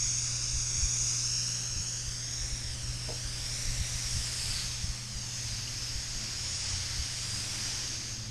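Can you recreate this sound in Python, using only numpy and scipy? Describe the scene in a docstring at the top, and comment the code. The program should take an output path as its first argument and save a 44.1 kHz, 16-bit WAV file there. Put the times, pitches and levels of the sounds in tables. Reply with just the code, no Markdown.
"""From the start a hand-held hose nozzle hisses fine mist over a car hood: filtered noise, with hollow rings
from the nozzle head. The hood throws the hiss back late, a comb that slides as nozzle and microphone move.
Under it far roads wash, a mains-driven machine hums in sine tones and wind noise buffets the microphone.
A far car's roar comes and goes, a faint moan swells and fades, and decaying tones make one rattling knock.
Then a far engine climbs through two gears as three sine orders, and a rising chirp makes a drop plink."""
import sys
import numpy as np
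from scipy import signal
from scipy.io import wavfile
from scipy.ndimage import uniform_filter1d

SR = 44100
rng = np.random.default_rng(int(sys.argv[2]) if len(sys.argv) > 2 else 0)


def transcribe(u):
    """Save the signal u as a 16-bit wav file named by the first command-line argument.

    u: samples, shape (n,) or (channels, n), limited to [-1, 1]; the rate is SR.
    q: integer samples, one column per channel.
    """
    v = np.clip(np.atleast_2d(u).T, -1, 1)
    q = np.round(v * 32767).astype(np.int16)
    wavfile.write(sys.argv[1], SR, q)


N = 366320  # length in samples

# Nozzle in the hand: start_s, level_db (base level of the whole spray), facing (head: 0 away, 1 to the
# microphone), lean_db (from the low ring to the middle ring), treble_db (over the base level)
NOZZLE_MOVES = [(0.0, -47.5, 1.01, 2.5, 2.5), (0.5, -48, 0.97, 1, 2), (1.1, -47.5, 1.04, 4.5, 4),
                (1.35, -47.5, 0.89, 4, 2), (1.55, -48, 0.81, 5.5, 1.5), (1.75, -49, 0.78, -2, -1),
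                (1.9, -49.5, 0.97, -1, 0.6), (2.1, -49.5, 0.63, 1.5, 0.5), (2.3, -49.5, 0.58, 3, -0.5),
                (2.5, -48, 0.71, -0.2, 0.2), (2.65, -49, 0.3, 3, -0.1), (2.85, -50.5, 0.36, 2.4, 1),
                (3.0, -49, 0.07, 6, 0.7), (3.15, -48, 0.34, 2, -0.5), (3.35, -47.5, 0.13, 4.5, -0.5),
                (3.55, -46.5, 0.15, 7, 1), (3.85, -45.5, 0.24, 3, -1.0), (4.15, -44.9, 0.25, 4, 1.3),
                (4.3, -45, 0.35, 1, 2), (4.5, -43.5, 0.15, 2, 1.5), (4.6, -44, 0.28, -1, -1.5),
                (4.72, -46.5, 0.42, 2, -2.5), (4.85, -48.5, 0.37, 3, -1.2), (5.05, -50.2, 0.32, 2.5, -2.5),
                (5.2, -50, 0.57, 0.5, -1.6), (5.45, -47.5, 0.52, 0.5, -1.7), (5.65, -47.5, 0.46, -1, -4.1),
                (5.85, -47, 0.27, 5.5, -4.5), (6.05, -48, 0.5, 1, -2.7), (6.3, -46, 0.2, 4.5, -5.3),
                (6.5, -45.5, 0.44, 3, -2.5), (6.7, -45, 0.39, 4, -1.1), (6.9, -44.3, 0.26, 2.5, -5.5),
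                (7.1, -46, 0.31, 1.5, -1.6), (7.35, -45, 0.3, -1, 0.5), (7.55, -44, 0.1, 2.5, -2),
                (7.7, -43.5, 0.07, 3.5, -3), (7.9, -46, 0.4, 2.5, -4.5), (8.0, -48.5, .45, 1, -4),
                (8.11, -48.5, 0.6, 0, -4.5), (8.18, -50.5, .5, -.5, -7), (8.31, -53, 0.4, 2, -5.5)]
# Spectrum shape of the broad jet hiss: pitch_hz, level_db (relative, per Hz)
JET_COLOUR = [(300, -9.5), (700, -7.5), (1200, -6), (1800, -1), (3000, 0.5), (4300, -1), (6000, -3.5),
              (8000, -4.5), (10000, -44), (12500, -60)]
# Spectrum shape of the treble: pitch_hz, level_db (relative, per Hz)
TREBLE_COLOUR = [(4000, -58), (6500, -4.5), (7600, 0.5), (9300, 0), (10200, -10), (11500, -50)]
# Spectrum shape of the top air: pitch_hz, level_db (relative, per Hz)
AIR_COLOUR = [(8500, -13.5), (10200, 0), (11500, 2.5), (12800, -7), (13300, -31), (16000, -42)]
# Level of the top air: time_s, level_db (over the base level of the spray)
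AIR_LEVEL = [(0, -18), (.5, -19), (1.1, -14.5), (3.3, -14.5), (3.7, -10.5), (4.2, -12), (4.55, -10.5),
             (4.75, -14.5), (5.2, -13.5), (5.45, -12), (5.9, -12.5), (6.45, -17), (6.65, -24), (6.9, -15),
             (7.6, -13.5), (8.31, -15.5)]
# Resonances of the hollow nozzle head, low to high: pitch_hz, width_hz (both before they slide and narrow)
HEAD_RINGS = [(4870, 860), (5520, 1420), (6470, 550)]
# Each ring with the head turned away: level_db (over the base level)
RINGS_AWAY = [4, -1, -6]
# Each ring with the head turned to the microphone: level_db (over the base level)
RINGS_FACING = [2, 8.5, 13]
# How each ring follows lean_db: factor
RING_LEANING = [-1, 1, 0]
# Rings sliding as the head swings: time_s, low_shift_hz, middle_shift_hz, top_shift_hz,
# narrowing (factor on the widths of the lower two)
RING_SLIDING = [(2.55, 0, 0, 0, 0.48), (2.8, 0, -50, 0, 0.61), (3.05, 0, -50, 0, 0.75),
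                (3.3, 0, 0, 0, 0.59), (3.6, 0, 50, 100, 0.86), (3.9, 0, 200, 100, 0.97),
                (4.17, 0, 200, 50, .8), (4.3, 100, -100, 50, 0.88), (4.45, 0, -250, 50, 0.75),
                (4.6, -350, -300, 0, 1), (4.75, -100, -100, 0, 1), (4.95, 0, 0, 0, 1), (5.25, 0, 0, 0, 1),
                (5.6, 0, 0, -30, 1), (5.9, 100, -250, 0, 0.8), (6.15, 0, 0, 120, 1),
                (6.45, 50, -150, 220, 0.74), (6.65, 0, -80, 200, 0.8), (6.85, -150, 0, 0, 0.73),
                (7.1, -50, 50, 50, 0.95), (7.3, 30, 50, 150, .6), (7.45, 50, 150, 0, 0.65),
                (7.58, 0, 280, 0, 0.73), (7.8, 0, 180, -30, 0.95), (7.95, -50, 50, 0, 0.91),
                (8.31, 0, 0, 0, 1)]
# Bounce off the hood: time_s, delay_ms, then base strengths 0-1: low_mist, nozzle_head, treble
HOOD_ECHO = [(0, 0.91, .5, .37, .5), (.15, 0.9, 0.6, .3, .5), (.45, 0.85, .62, .33, .55),
             (.75, 0.92, .45, 0.51, .5), (1.09, 0.87, 0.6, .35, .45), (1.22, 0.86, .48, .3, .55),
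             (1.32, 0.8, .7, 0.09, .5), (1.45, .79, 0.6, 0.19, .55), (1.57, 0.77, 0.4, 0.18, 0.65),
             (1.72, 0.79, 0.45, 0.49, .5), (1.85, 0.77, .38, 0.46, .55), (1.97, 0.74, 0.4, .5, .6),
             (2.08, .69, 0.3, .33, .55), (2.2, 0.66, .45, .3, .55), (2.35, 0.6, .35, 0.35, .5),
             (2.5, 0.57, .33, 0.78, .5), (2.6, 0.58, .35, .6, .35), (2.7, 0.63, 0.2, .45, .2),
             (2.8, .715, 0.3, .3, .15), (2.9, 0.8, 0.2, .35, .1), (3.02, .815, .15, .45, .15),
             (3.12, 0.81, 0.1, .4, .1), (3.22, 0.71, 0.3, 0.37, .1), (3.37, .67, 0, .33, .05),
             (3.54, 0.58, .25, .35, .15), (3.72, 0.54, .24, 0.23, .15), (3.9, 0.57, 0.27, 0.36, .15),
             (4.1, .58, .18, 0.14, .05), (4.3, 0.74, .12, 0, .05), (4.6, 0.71, .1, 0, 0),
             (4.85, 1, .05, 0.037, .05), (5.02, .965, .15, .45, .05), (5.1, 1.02, 0.1, .55, .08),
             (5.2, 1.10, 0.2, .6, .1), (5.3, 1.19, 0.3, .4, .1), (5.45, 1.2, 0, 0.15, .05),
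             (5.7, 1.45, 0, 0, 0)]
# The wet, curved sheet colours the bounce: pitch_hz, factor (on strength), phase_lead_rad
SHEET_COLOUR = [(1000, 0.81, 0.94), (2200, 0.98, 0.93), (2900, 1, 1.6), (3500, 1.3, 1.45),
                (4100, 1.15, 1.6), (4600, .91, 1.2), (5540, 1.1, 1.9), (6470, 0.5, 0.73), (6700, 1.2, 0.6),
                (8200, 0.83, 0.84), (10000, 0.82, 1.2)]
# Spectrum shape of the far traffic: pitch_hz, level_db (relative, per Hz)
ROADS_COLOUR = [(20, 0), (45, -1), (90, -6.5), (170, -8.5), (300, -15.5), (420, -24), (520, -15),
                (650, -21), (900, -20.5), (2000, -22), (6000, -59)]
# Machine tones: pitch_hz, level_db (rms before the sway and waver; the first takes its level from the sway)
HUM_TONES = [(120, -40), (174, -61), (240, -68.5), (360, -70)]
# Sway of the hum: time_s, level_db (rms of the loudest tone before its waver)
HUM_SWAYING = [(0, -43.5), (.45, -42.5), (.85, -41.5), (2.55, -44.5), (3., -42.5), (3.35, -45),
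               (3.72, -41.5), (4.9, -46.5), (5.55, -46), (6.4, -49.5), (7.3, -45), (8.31, -48.5)]
# Spectrum shape of the wind: pitch_hz, level_db (relative, per Hz)
WIND_COLOUR = [(8, -0.5), (25, 4), (45, 5), (75, 0), (110, -4.5), (170, -18), (300, -26), (500, -91)]
# Steady turbulence: time_s, level_db (rms before the waver)
WIND_LEVEL = [(0, -39), (.2, -47.5), (.4, -42.5), (1., -44), (1.6, -54.5), (2.2, -50), (3., -39.5),
              (3.2, -46), (3.6, -39), (3.9, -52), (4.5, -40), (5., -50.5), (5.7, -47.5), (6.2, -45),
              (7.2, -49.5), (8.31, -47)]
# Buffets: centre_s, burst_db (before the waver), swing_db (height of its bell), pitch_hz, length_cycles
WIND_BUFFETS = [(0.576, -42, -27, 60, 1), (.791, -31, -34, 70, 1.5), (0.836, -29.5, -26, 60, 0.54),
                (1.777, -35, -28, 60, 0.99), (1.803, -45, -28.5, 105, 1.5), (2.08, -43, -42, 55, 1.5),
                (2.419, -42, -31, 45, .9), (2.445, -42, -30, 50, 1.2), (2.533, -35.5, -31, 55, 1.5),
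                (2.66, -38, -36, 55, 1.6), (2.897, -43, -31, 50, 1.9), (3.259, -38.5, -37, 55, 1.3),
                (3.694, -29, -34, 55, 1.3), (3.812, -34, -21.5, 65, 0.47), (3.955, -33, -29, 60.4, 0.74),
                (4.06, -44, -30, 55.6, 0.62), (4.164, -28.5, -32, 60, 1.2), (4.844, -47, -21.5, 77, 0.68),
                (4.904, -33.5, -46, 55, 1.4), (5.156, -35.5, -33.5, 45, 1.5), (5.97, -37.5, -38, 55, 1.3),
                (6.172, -35, -29, 40, 1), (6.739, -41, -34, 65.4, 0.86), (7.009, -37, -31.5, 59.5, 1.2)]
# Spectrum shape of a far car's exhaust and tyres: pitch_hz, level_db (relative, per Hz)
CAR_COLOUR = [(150, -27), (240, 12), (320, 6.5), (450, -3), (600, -6), (900, -47)]
# Level of that car: time_s, level_db
CAR_LEVEL = [(0, -81), (1.2, -79), (2.2, -66), (3.3, -62), (4.5, -73), (5.5, -68), (6.2, -61), (6.9, -67),
             (7.5, -58.5), (8.31, -58)]
# Faint far moan: centre_s, half_length_s, pitch_hz, width_hz, level_db (at its fullest)
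FAR_MOAN = (3.5, 0.7, 567, 160, -63)
# Blows of the dull rattling knock: start_s, strength_db
KNOCK_BLOWS = [(3.0855, -40), (3.0905, -43), (3.0985, -40.5), (3.117, -45), (3.124, -49), (3.138, -53),
               (3.155, -56)]
# Tones of the hollow body that is hit: pitch_hz, level_db (relative), fade_s (time to fall 60 dB)
KNOCK_BODY = [(341, -1, 0.055), (410, -3, .05), (468, 4.5, 0.065), (510, 2.5, .05), (620, 5, 0.039),
              (720, 2, 0.038), (866, -1, 0.04), (980, -3, 0.033)]
# Far engine's two gears: engaged_s, firing_hz (at that time), rise_hz_per_s
ENGINE_GEARS = [(4.8, 99.84, 5.5), (6.301, 82.86, 13.4)]
# Engine levels, rms before the waver: time_s, firing_tone_db, second_order_db
ENGINE_LEVEL = [(4.8, -70, -62), (5.2, -62, -56), (5.55, -44.5, -66), (5.9, -61, -68), (6.25, -55, -56.5),
                (6.5, -46.5, -75), (6.8, -44.5, -59), (7.1, -53, -67), (7.4, -47.5, -54.5), (7.8, -55, -61),
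                (8.31, -44.5, -60)]
# Bubble left by a falling drop: start_s, length_s, start_hz, end_hz, peak_db
DROP_BUBBLE = (5.670, .016, 2600, 3200, -40.5)

RING_DRIFT_DB, RING_DRIFT_FRAMES = 0.4, 52
TOP_RING_AWAY = 0.7  # factor on the top ring's width, head turned away
ROADS_DB = -50.5
BURST_FALL_DB_PER_S = 218  # on both sides of a buffet's centre
SHIFT_S = 0.069  # time the change of gear takes
THIRD_ORDER_DB, THIRD_RISE_DB_PER_HZ = -5, 0.3  # over the second order at 100 Hz, in the last gear
THIRD_FIRST_GEAR_DB = -8  # the third order is weaker before the change of gear
EDGE_HZ = 15850


def gain_of(db):
    """Decibels to amplitude."""
    return 10 ** (np.asarray(db) / 20)


def evened(x):
    """Scales to rms 1."""
    return x / np.sqrt(np.mean(x ** 2) + 1e-20)


def colour(points, hz):
    """Amplitude of a spectrum table at the frequencies hz."""
    f, db = np.transpose(points)
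    return gain_of(np.interp(np.log(hz + 1), np.log(f + 1), db))


def columns(table, t):
    """Reads the columns of a table at the points t of its first column."""
    s, *rest = np.transpose(table)
    return [np.interp(t, s, c) for c in rest]


def grid(size):
    """Frequencies as a column and frame times as a row, four frames to each size samples."""
    return np.fft.rfftfreq(size, 1 / SR)[:, None], np.arange(4 * N // size + 5) * size / 4 / SR


def noise(magnitude):
    """Noise from random short-time spectra; a magnitude of rms 1 over the bins gives rms 1."""
    a, b = rng.standard_normal(magnitude.T.shape + (2,)).T
    size = 2 * len(magnitude) - 2
    sound = signal.istft((a + 1j * b) * magnitude, nperseg=size, noverlap=3 * size // 4)[1][:N]
    return sound * np.sqrt(3 / size)  # makes up for the overlap of the frames


def waver(seconds):
    """Slow random drift of rms 1: noise averaged twice."""
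    length = int(seconds * SR)
    return evened(uniform_filter1d(uniform_filter1d(rng.standard_normal(N), length), length))


def ring(hz, f, width):
    """Amplitude of noise through a steep resonance, at half height over the given width."""
    return 1 / (1 + (2 * (hz - f) / width) ** 2)


def nozzle_rings(hz, t, facing):
    """Shapes of the hollow head's resonances, which slide and narrow without losing power."""
    *slides_hz, narrow = columns(RING_SLIDING, t)
    top_narrow = TOP_RING_AWAY + (1 - TOP_RING_AWAY) * facing
    return [ring(hz, f + shift, width * k) / np.sqrt(k)
            for (f, width), shift, k in zip(HEAD_RINGS, slides_hz, [narrow, narrow, top_narrow])]


def hood_bounce(hz, t):
    """The late bounce strengthens some pitches and weakens others: a comb that slides with the delay."""
    delay_ms, low, head, high = columns(HOOD_ECHO, t)
    factor, lead = columns(SHEET_COLOUR, hz)
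    # the head rules the band of the rings, the mist the band below, the treble the band above
    above = 1 / (1 + (7500 / (hz + 1)) ** 12)
    below = 0.9 / (1 + (hz / 3950) ** 14)
    strength = factor * (head + (low - head) * below + (high - head) * above)
    strength = np.clip(strength, 0, 1)
    bounce = strength * np.exp(1j * (lead - 2 * np.pi * hz * delay_ms * 1e-3))
    return abs(1 + bounce) / np.sqrt(1 + strength ** 2)


def spray(jet_share_db=2.5, patchy_db=0.82, flicker_db=0.29):
    """Noise of the broad jet, three rings, treble and top air, each heard direct and off the hood."""
    hz, t = grid(size=512)
    level_db, facing, lean_db, treble_db = columns(NOZZLE_MOVES, t)
    # each ring's level drifts slowly at random, apart from the others
    ring_drift = rng.standard_normal((len(t), len(HEAD_RINGS)))
    ring_drift = evened(uniform_filter1d(ring_drift, RING_DRIFT_FRAMES, axis=0)).T
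    over_db = [away + (near - away) * facing + side * lean_db + RING_DRIFT_DB * drift
               for away, near, side, drift in zip(RINGS_AWAY, RINGS_FACING, RING_LEANING, ring_drift)]
    over_db += [treble_db] + columns(AIR_LEVEL, t)
    shapes = nozzle_rings(hz, t, facing)
    shapes += [colour(TREBLE_COLOUR, hz), colour(AIR_COLOUR, hz)]
    power = (evened(colour(JET_COLOUR, hz)) * gain_of(jet_share_db)) ** 2
    power = power + sum((evened(shape) * gain_of(db)) ** 2 for shape, db in zip(shapes, over_db))
    # small patches of pitch and time come out louder or softer
    patches = rng.standard_normal((len(t), len(hz))).T
    patches = uniform_filter1d(patches, size=5, axis=0)
    patches = evened(uniform_filter1d(patches, size=45, axis=1))
    # the jet sputters across all bands
    flicker = evened(uniform_filter1d(rng.standard_normal(len(t)), size=3))
    level = gain_of(level_db + patchy_db * patches + flicker_db * flicker)
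    return noise(np.sqrt(power) * hood_bounce(hz, t) * level)


def far_roads():
    """Traffic far off blends into a steady low wash of noise."""
    hz, t = grid(size=2048)
    return noise(gain_of(ROADS_DB) * evened(colour(ROADS_COLOUR, hz)) + 0 * t)


def hum():
    """One fairly steady machine tone; the weak ones waver in pitch and come and go."""
    t = np.arange(N) / SR
    sway_db = columns(HUM_SWAYING, t)[0] - HUM_TONES[0][1]
    total = np.zeros(N)
    for k, (hz, db) in enumerate(HUM_TONES):
        if k == 0:
            tone_db = db + sway_db + 0.71 * waver(0.42)
            wobble_rad = 0.06
        else:
            tone_db = db + 0.5 * sway_db + 2.9 * waver(0.25)
            wobble_rad = 0.7
        phase = 2 * np.pi * (hz * t + rng.random()) + wobble_rad * waver(0.045)
        total += gain_of(tone_db) * np.sin(phase)
    return np.sqrt(2) * total  # a sine's peak is this much over its rms


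def wind():
    """Lumpy low turbulence on the microphone, with a burst and a swing of pressure at each buffet."""
    hz, frames = grid(size=4096)
    t = np.arange(N) / SR
    level = gain_of(columns(WIND_LEVEL, t)[0])
    swings = np.zeros(N)
    for s, burst_db, swing_db, f, cycles in WIND_BUFFETS:
        near = slice(round((s - 0.15) * SR), round((s + 0.15) * SR))
        burst = gain_of(burst_db - BURST_FALL_DB_PER_S * abs(t[near] - s))
        level[near] = np.maximum(level[near], burst)
        turn = (t[near] - s) * f
        bell = np.exp(-(2 * turn / cycles) ** 2)
        swings[near] -= gain_of(swing_db) * bell * np.sin(2 * np.pi * turn + 0.5)
    turbulence = noise(evened(colour(WIND_COLOUR, hz)) + 0 * frames)
    return turbulence * level * gain_of(2.4 * waver(0.052)) + swings


def far_car():
    """Exhaust and tyres of one car: a band of low noise that swells, sinks and swells again."""
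    hz, t = grid(size=2048)
    return noise(gain_of(columns(CAR_LEVEL, t)[0]) * evened(colour(CAR_COLOUR, hz)))


def moan():
    """Noise through one resonance, which swells and fades along a bell curve."""
    hz, t = grid(size=2048)
    s, half_s, moan_hz, width, db = FAR_MOAN
    swell = np.exp(-((t - s) / half_s) ** 2)
    return noise(gain_of(db) * swell * evened(ring(hz, moan_hz, width)))


def knock():
    """Soft blows, each a short smooth push that rings a hollow body."""
    t = np.arange(8192) / SR
    blows = np.zeros(N)
    for s, db in KNOCK_BLOWS:
        blows[round(s * SR):][:32] += gain_of(db) * np.hanning(32) / 16
    body = np.zeros(len(t))
    for k, (hz, db, t60) in enumerate(KNOCK_BODY):
        body += (-1) ** k * gain_of(db - 60 * t / t60) * np.sin(2 * np.pi * hz * t)
    return signal.oaconvolve(blows, body)[:N]


def engine():
    """Three low orders of the firing rate, blurred by distance; the rate climbs evenly in each gear."""
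    t = np.arange(N) / SR
    low, high = [hz + rise * (t - s) for s, hz, rise in ENGINE_GEARS]
    shifted = np.clip((t - ENGINE_GEARS[1][0]) / SHIFT_S + 0.5, 0, 1)
    hz = low + (high - low) * shifted
    first_db, second_db = columns(ENGINE_LEVEL, t)
    third_db = second_db + THIRD_ORDER_DB + THIRD_RISE_DB_PER_HZ * (hz - 100)
    third_db = third_db + THIRD_FIRST_GEAR_DB * (1 - shifted)
    turns = np.cumsum(hz * (1 + 0.007 * waver(0.05))) / SR
    orders = [gain_of(db + 2.1 * waver(0.089)) * np.sin(2 * np.pi * order * turns)
              for order, db in enumerate([first_db, second_db, third_db], start=1)]
    return np.sqrt(2) * sum(orders) * (t > ENGINE_GEARS[0][0])


def drip():
    """The bubble's pitch rises as it nears the surface."""
    s, length, start_hz, end_hz, db = DROP_BUBBLE
    out = np.zeros(N)
    hz = np.linspace(start_hz, end_hz, round(length * SR))
    chirp = np.hanning(len(hz)) * np.sin(2 * np.pi * np.cumsum(hz) / SR)
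    out[round(s * SR):][:len(hz)] = gain_of(db) * chirp
    return out


def scene():
    """All sources added at one microphone."""
    steady = spray() + far_roads() + hum() + wind()
    passing = far_car() + moan() + knock() + engine() + drip()
    return (steady + passing)[None]


def record(dry):
    """The recorder's band limit: a steep filter takes away what lies above the edge."""
    lowpass = signal.firwin(511, EDGE_HZ, window=("kaiser", 9), fs=SR)
    return signal.oaconvolve(dry, lowpass[None], "same")


dry = scene()
out = record(dry)
transcribe(out)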